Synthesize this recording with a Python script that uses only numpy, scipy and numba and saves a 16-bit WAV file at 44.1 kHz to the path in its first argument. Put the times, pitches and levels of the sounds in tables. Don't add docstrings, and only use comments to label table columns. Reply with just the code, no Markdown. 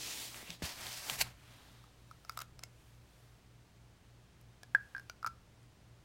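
import sys
import numpy as np
from scipy import signal
from scipy.fft import rfft, irfft, next_fast_len
from scipy.io import wavfile
from numba import njit

SR = 44100
rng = np.random.default_rng(int(sys.argv[2]) if len(sys.argv) > 2 else 0)


def digitize_waveform(pressure):
    field = np.atleast_2d(pressure).T
    bounded = np.clip(field, -1, 1)
    quanta = np.round(bounded * 32767).astype(np.int16)
    wavfile.write(sys.argv[1], SR, quanta)


N = 266473
T = np.arange(N) / SR

# frequency_hz, gain_db
SLIDE_COLOUR = [(110, -28), (175, -6), (330, -5.5), (450, -8.5), (650, -6), (1150, -6.5), (1500, -9),
                (1850, -3), (2700, 0), (3400, 0.5), (4150, 1), (4750, 0.5), (7000, 0), (16000, -6)]
OPENING_COLOUR = [(120, -28), (200, -4.5), (500, -9), (579, -3), (950, -1), (1450, -3.5), (1910, -1),
                  (3070, -2), (3490, -3), (4680, 0.5), (11100, -7), (13800, -7), (16000, -12)]
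SMOOTHING_COLOUR = [(180, -6), (300, -1.5), (326, -14), (593, -6), (689, -7), (856, -5), (1660, -4),
                    (3700, -3.5), (16000, -19)]
SURFACES = {"cover": (SLIDE_COLOUR, 2500, -9, 0.67, .11), "pages": (OPENING_COLOUR, 500, -9.5, 1, 0.059),
            "palm": (SMOOTHING_COLOUR, 1500, -15, 0.64, 0.064)}
# surface, peak_s, level_db, rise_s, fall_s, body_db, fizz_db, gap_hz, gap_strength
STROKES = [("cover", 0.069, -45.5, 0.083, 0.089, -11.5, -7, 6000, .25),
           ("cover", .21, -48, 0.075, 0.077, -10, -3.4, 3600, 0.51),
           ("cover", .365, -55.5, .04, 0.059, -0.7, -1.3, 1600, 0.72),
           ("cover", .51, -54, 0.055, 0.035, -5.5, -7.5, 3100, 1.8),
           ("cover", .61, -65.5, .018, .01, -5, -11, 2400, .3),
           ("pages", .628, -44.5, .004, 0.077, -6.5, -7, 3100, 0.38),
           ("pages", .86, -48, 0.064, 0.039, -3, -4.5, 3000, 0.52),
           ("pages", 0.93, -48, 0.032, .11, -9.5, -5.5, 3600, 0.17),
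           ("pages", 1.125, -46.5, .055, 0.033, -2.5, -0.83, 2900, 0.091),
           ("palm", 1.24, -59, .01, 0.053, 0.87, -6, 2000, .1),
           ("palm", 1.56, -67, .16, .22, 0.56, -5, 3330, 0.81),
           ("palm", 2.1, -79, 0.14, 0.33, 1, -1.1, 4000, 0.44),
           ("palm", 2.33, -76, .035, .03, 2, 4, 3000, .1),
           ("palm", 2.86, -78.5, 0.11, 0.12, -4, 1.4, 3000, .5),
           ("palm", 3.15, -79, .08, 0.18, -1, 1.7, 3800, .5),
           ("palm", 4.93, -79, .15, .13, 5, -1, 3000, .1)]
# peak_s, level_db, rise_s, fall_s
SWISHES = [(1.139, -42.5, 0.016, 0.0075), (1.193, -41.5, 0.014, 0.009), (1.2141, -25.5, 0.0073, 0.0056),
           (1.221, -32.5, 0.0028, 0.0024)]
# frequency_hz, gain_db
SWISH_COLOUR = [(150, -11.5), (400, -9), (850, -3.5), (1350, -10), (2000, 0.5), (2620, 3.5), (3200, -6),
                (3850, -3), (4400, 0), (5300, -5), (7900, -3.5), (9500, -8.5), (11500, -5), (16000, -11.5)]
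# start_s, level_db, centre_hz
SNAPS = [(0.345, -35, 1900), (0.4272, -39, 750), (0.504, -25.5, 3100), (.6215, -31, 800),
         (.6222, -36, 2200), (0.868, -34, 2500), (0.929, -34, 5500), (.9945, -39, 4800),
         (1.0883, -33, 2500), (1.0976, -26.5, 910), (1.098, -20.3, 2700), (1.0999, -28, 8000),
         (1.2136, -23.5, 2700), (4.413, -55, 9500), (5.63, -60, 6000)]
# start_s, level_db, first_hz, last_hz, t60_s
THUMPS = [(.428, -50, 500, 200, .06), (0.494, -45.5, 239, 170, 0.13), (0.6216, -34.5, 420, 145, 0.08),
          (0.635, -36, 90, 76, 0.091), (0.823, -50, 120, 84.5, 0.13), (1.121, -46, 200, 132, 0.2),
          (1.221, -45, 238, 125, 0.26)]

# start_s, ring_db, pitch_hz, wall_db, crack_db
CLICKS = [(1.84, -48, 1220, -60, -61), (2.112, -37.5, 1300, -59, -52), (2.249, -46, 1320, -45.5, -54),
          (2.2951, -28, 1320, -33.5, -35), (2.3211, -62, 1270, -57, -52), (2.4182, -36, 1340, -44.5, -34),
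          (2.592, -51, 1250, -44, -46), (2.636, -47, 1390, -34, -35), (4.6323, -45.5, 1690, -44, -44.5),
          (4.7486, -9.7, 1640, -37.5, -40.5), (5.0974, -35, 1433, -34.5, -48),
          (5.2285, -32, 1340, -49, -52), (5.2456, -20.5, 1336, -52, -45)]
# start_s, ring_db, pitch_hz, wall_db, crack_db, first_gap_s, gap_ratio, tick_step_db
RATTLES = [(2.3739, -28.5, 1286, -37, -31.5, 0.016, 0.84, -3),
           (4.9488, -28.5, 1605, -55, -61.5, 0.016, 0.99, 3),
           (5.2634, -22.5, 1326, -34.5, -38, .0073, .42, -4.5)]
# pitch_hz, level_db, t60_s
WALL_MODES = [(659, -10, 0.015), (2210, -9.5, 0.018), (2750, -12, 0.0092), (4440, -8.5, 0.011),
              (4920, -3, 0.013), (5380, -4.5, 0.01), (6340, -8.5, 0.008), (9100, -18.5, 0.0066),
              (11520, -14.5, 0.0046), (14300, -19.5, 0.0075)]
# pitch_hz, level_db, t60_s
KNOCK_MODES = [(500, -31.5, 0.006), (787, -14, 0.0067), (980, -20, 0.011), (2500, -24, 0.011),
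               (3134, -31.5, .012)]
# peak_s, level_db, rise_s, fall_s
SCUFFS = [(2.292, -72, .012, .003), (2.3735, -53, 0.0035, 0.0019), (2.418, -49.5, 0.015, .008),
          (2.634, -56, 0.0054, 0.0024)]
# frequency_hz, gain_db
SCUFF_COLOUR = [(300, -17), (1300, 5), (5000, -9), (16000, -23)]

# peak_s, level_db, rise_s, fall_s
HAND_THUDS = [(.85, -62, .08, 0.045), (1.21, -56, .07, .08), (2.53, -57, 0.075, .1), (5.35, -60, .12, 0.13)]
# delay_s, gain_db
ECHOES = [(0.011, -24), (0.0166, -27), (.0265, -44.5), (.039, -44)]
# frequency_hz, gain_db
AIR_COLOUR = [(90, -34.5), (150, -3.5), (200, -5.5), (300, -6), (520, -9.5), (1300, -14.5), (3000, -18),
              (6000, -22.5), (9000, -26.5), (12500, -33), (16000, -31.5)]
RUMBLE_COLOUR = [(15, -8.5), (28, -17.5), (40, -5.5), (58, 0), (85, -2.5), (110, -2), (160, -7),
                 (230, -13.5), (500, -52)]
# pitch_hz, level_db
HUM_TONES = [(57.5, -71), (116.62, -68), (120, -67.5)]


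def paper_strokes(gap_glide_octaves=0.35):
    out = np.zeros(N)
    for surface, peak_s, db, rise_s, fall_s, body_db, fizz_db, gap_hz, strength in STROKES:
        progress = (T - peak_s) / np.where(T < peak_s, rise_s, fall_s)
        moving = np.abs(progress) < 4
        speed = np.exp(-progress[moving] ** 2 / 2)
        glide_hz = gap_hz * 2 ** (gap_glide_octaves * np.tanh(progress[moving]))
        friction = paper_friction(glide_hz, strength, body_db, fizz_db, surface)
        out[moving] += undb(db) * speed * friction
    return out


def paper_friction(gap_hz, gap_strength, body_db, fizz_db, surface, desk_delay_s=0.000836):
    outline, grains_per_s, grain_db, flutter_db, bounce_share = SURFACES[surface]
    n = len(gap_hz)
    grains = ((rng.random(N) < grains_per_s / SR) * rng.standard_normal(N))[:n]
    rub = colour(rng.standard_normal(N)[:n] + undb(grain_db) * unit(grains), outline)
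    rub = rub * undb(flutter_db * wander(91.3)[:n])
    rub = rub + gap_strength * resonate(rub, gap_hz, q=2.5)
    delay_s = desk_delay_s * gap_hz.mean() / gap_hz
    rub = rub - bounce_share * np.interp(T[:n] - delay_s, T[:n], rub)
    body = signal.sosfiltfilt(signal.butter(2, 1700, fs=SR, output="sos"), rub)
    fizz = signal.sosfiltfilt(signal.butter(2, 7200, "high", fs=SR, output="sos"), rub)
    hiss = rub - body - fizz
    layers = [(body, 400, 1600, body_db), (hiss, 2000, 6000, 0), (fizz, 8000, 15000, fizz_db)]
    return sum(undb(db) * layer / np.std(band(rub, lo_hz, hi_hz, order=4))
               for layer, lo_hz, hi_hz, db in layers)


def page_swishes():
    return swell(SWISHES) * coloured_noise(SWISH_COLOUR)


def dry_cracks(t60_s=0.0062, spread=1.6):
    out, t = np.zeros(N), T[:SR // 25]
    for start_s, db, hz in SNAPS:
        crack = band_noise(len(t), hz / spread, hz * spread)
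        add(out, start_s, undb(db) * crack * fade(t, t60_s))
    return out


def cover_thumps(settle_s=0.00242, flap_db=-13):
    out, t = np.zeros(N), T[:SR // 4]
    for start_s, db, first_hz, last_hz, t60_s in THUMPS:
        hz = last_hz + (first_hz - last_hz) * np.exp(-t / settle_s)
        cushion = np.sin(2 * np.pi * np.cumsum(hz) / SR)
        flap = undb(flap_db) * band_noise(len(t), 53, 170)
        add(out, start_s, undb(db) * (cushion + flap) * fade(t, t60_s))
    return out


def pen_clicks(build_s=0.00074, crack_t60_s=0.0088, bite_s=0.00023):
    out, t = np.zeros(N), T[:SR // 10]
    for start_s, ring_db, hz, wall_db, crack_db in CLICKS + pen_bounces():
        ring_t60_s = 0.0205 * (hz / 1300) ** 2
        ring = np.sin(2 * np.pi * hz * t) * fade(t, ring_t60_s)
        hollow = (ring - strike(KNOCK_MODES, t)) * (1 - np.exp(-t / build_s))
        crack = band_noise(len(t), 540, 13000, order=1) * fade(t, crack_t60_s)
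        tick = undb(wall_db) * strike(WALL_MODES, t) + undb(crack_db) * crack
        bite = 1 - np.exp(-t / bite_s)
        add(out, start_s, undb(ring_db) * hollow + tick * bite)
    return out


def pen_bounces(count=4, ring_loss_db=3.5):
    contacts = []
    for at_s, ring_db, hz, wall_db, crack_db, gap_s, gap_ratio, step_db in RATTLES:
        for k in range(count):
            tick_db = k * step_db
            contacts.append((at_s, ring_db - k * ring_loss_db, hz, wall_db + tick_db, crack_db + tick_db))
            at_s += gap_s * gap_ratio ** k
    return contacts


def pen_scuffs():
    return swell(SCUFFS) * coloured_noise(SCUFF_COLOUR)


def hand_thuds():
    return swell(HAND_THUDS) * band_noise(N, 38, 120)


def room(x, tail_db=-20, low_t60_s=0.29, treble_t60_s=0.2, onset_s=0.0034):
    t = T[:SR // 2]
    low = band(rng.standard_normal(len(t)), 100, 3000) * fade(t, low_t60_s)
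    treble = undb(1) * band(rng.standard_normal(len(t)), 3000, 12000) * fade(t, treble_t60_s)
    tail = (low + treble) * np.minimum(t / onset_s, 1)
    response = undb(tail_db) * unit(tail) / np.sqrt(len(t))
    for delay_s, db in ECHOES:
        response[int(delay_s * SR)] += undb(db)
    return x + signal.fftconvolve(x, response)[:N]


def room_tone(air_db=-67.5, rumble_db=-66.5):
    return undb(air_db) * coloured_noise(AIR_COLOUR) + undb(rumble_db) * coloured_noise(RUMBLE_COLOUR)


def motor_hum(in_step_s=3.85, drift_rad=0.18):
    return sum(undb(db) * unit(np.cos(2 * np.pi * hz * (T - in_step_s) + drift_rad * wander(3.4)))
               for hz, db in HUM_TONES)


def strike(modes, t, scatter_db=3.0, detune=0.042):
    chance = rng.standard_normal((len(modes), 2))
    return sum(undb(db + scatter_db * a) * np.sin(2 * np.pi * hz * (1 + detune * b) * t) * fade(t, t60_s)
               for (hz, db, t60_s), (a, b) in zip(modes, chance))


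def swell(table):
    return sum(undb(db) * np.exp(-np.maximum((peak_s - T) / rise_s, (T - peak_s) / fall_s))
               for peak_s, db, rise_s, fall_s in table)


def fade(t, t60_s):
    return np.exp(-np.log(1000) * t / t60_s)


def wander(rate_hz):
    knots = np.arange(0, T[-1] + 1, 1 / rate_hz)
    return unit(np.interp(T, knots, rng.standard_normal(len(knots))))


def coloured_noise(outline):
    return unit(colour(rng.standard_normal(N), outline))


def band_noise(n, lo_hz, hi_hz, order=2):
    return unit(band(rng.standard_normal(n), lo_hz, hi_hz, order))


def colour(x, outline):
    hz, db = np.transpose(outline)
    size = next_fast_len(len(x))
    bins_hz = np.fft.rfftfreq(size, 1 / SR) + 1
    gain = undb(np.interp(np.log(bins_hz), np.log(hz), db))
    return irfft(rfft(x, size) * gain, size)[:len(x)]


def band(x, lo_hz, hi_hz, order=2):
    return signal.sosfilt(signal.butter(order, [lo_hz, hi_hz], "band", fs=SR, output="sos"), x)


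@njit
def resonate(x, hz, q):
    y, band_state, low_state = np.empty(len(x)), 0., 0.
    for i in range(len(x)):
        g = np.tan(np.pi * hz[i] / SR)
        passed = (band_state + g * (x[i] - low_state)) / (1 + g * (g + 1 / q))
        band_state = 2 * passed - band_state
        low_state += 2 * g * passed
        y[i] = passed / q
    return y


def add(out, start_s, sound):
    i = int(start_s * SR)
    out[i:i + len(sound)] += sound[:max(N - i, 0)]


def undb(db):
    return 10 ** (np.asarray(db) / 20)


def unit(x):
    return x / np.sqrt(np.mean(x ** 2) + 1e-20)


def scene():
    notebook = paper_strokes() + page_swishes() + dry_cracks() + cover_thumps()
    pen = pen_scuffs() + pen_clicks()
    mono = room(notebook + pen) + hand_thuds() + room_tone() + motor_hum()
    return np.array([mono, mono])


def record(dry):
    return signal.sosfilt(signal.ellip(10, .2, 70, 16000, fs=SR, output="sos"), dry)


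dry = scene()
out = record(dry)
digitize_waveform(out)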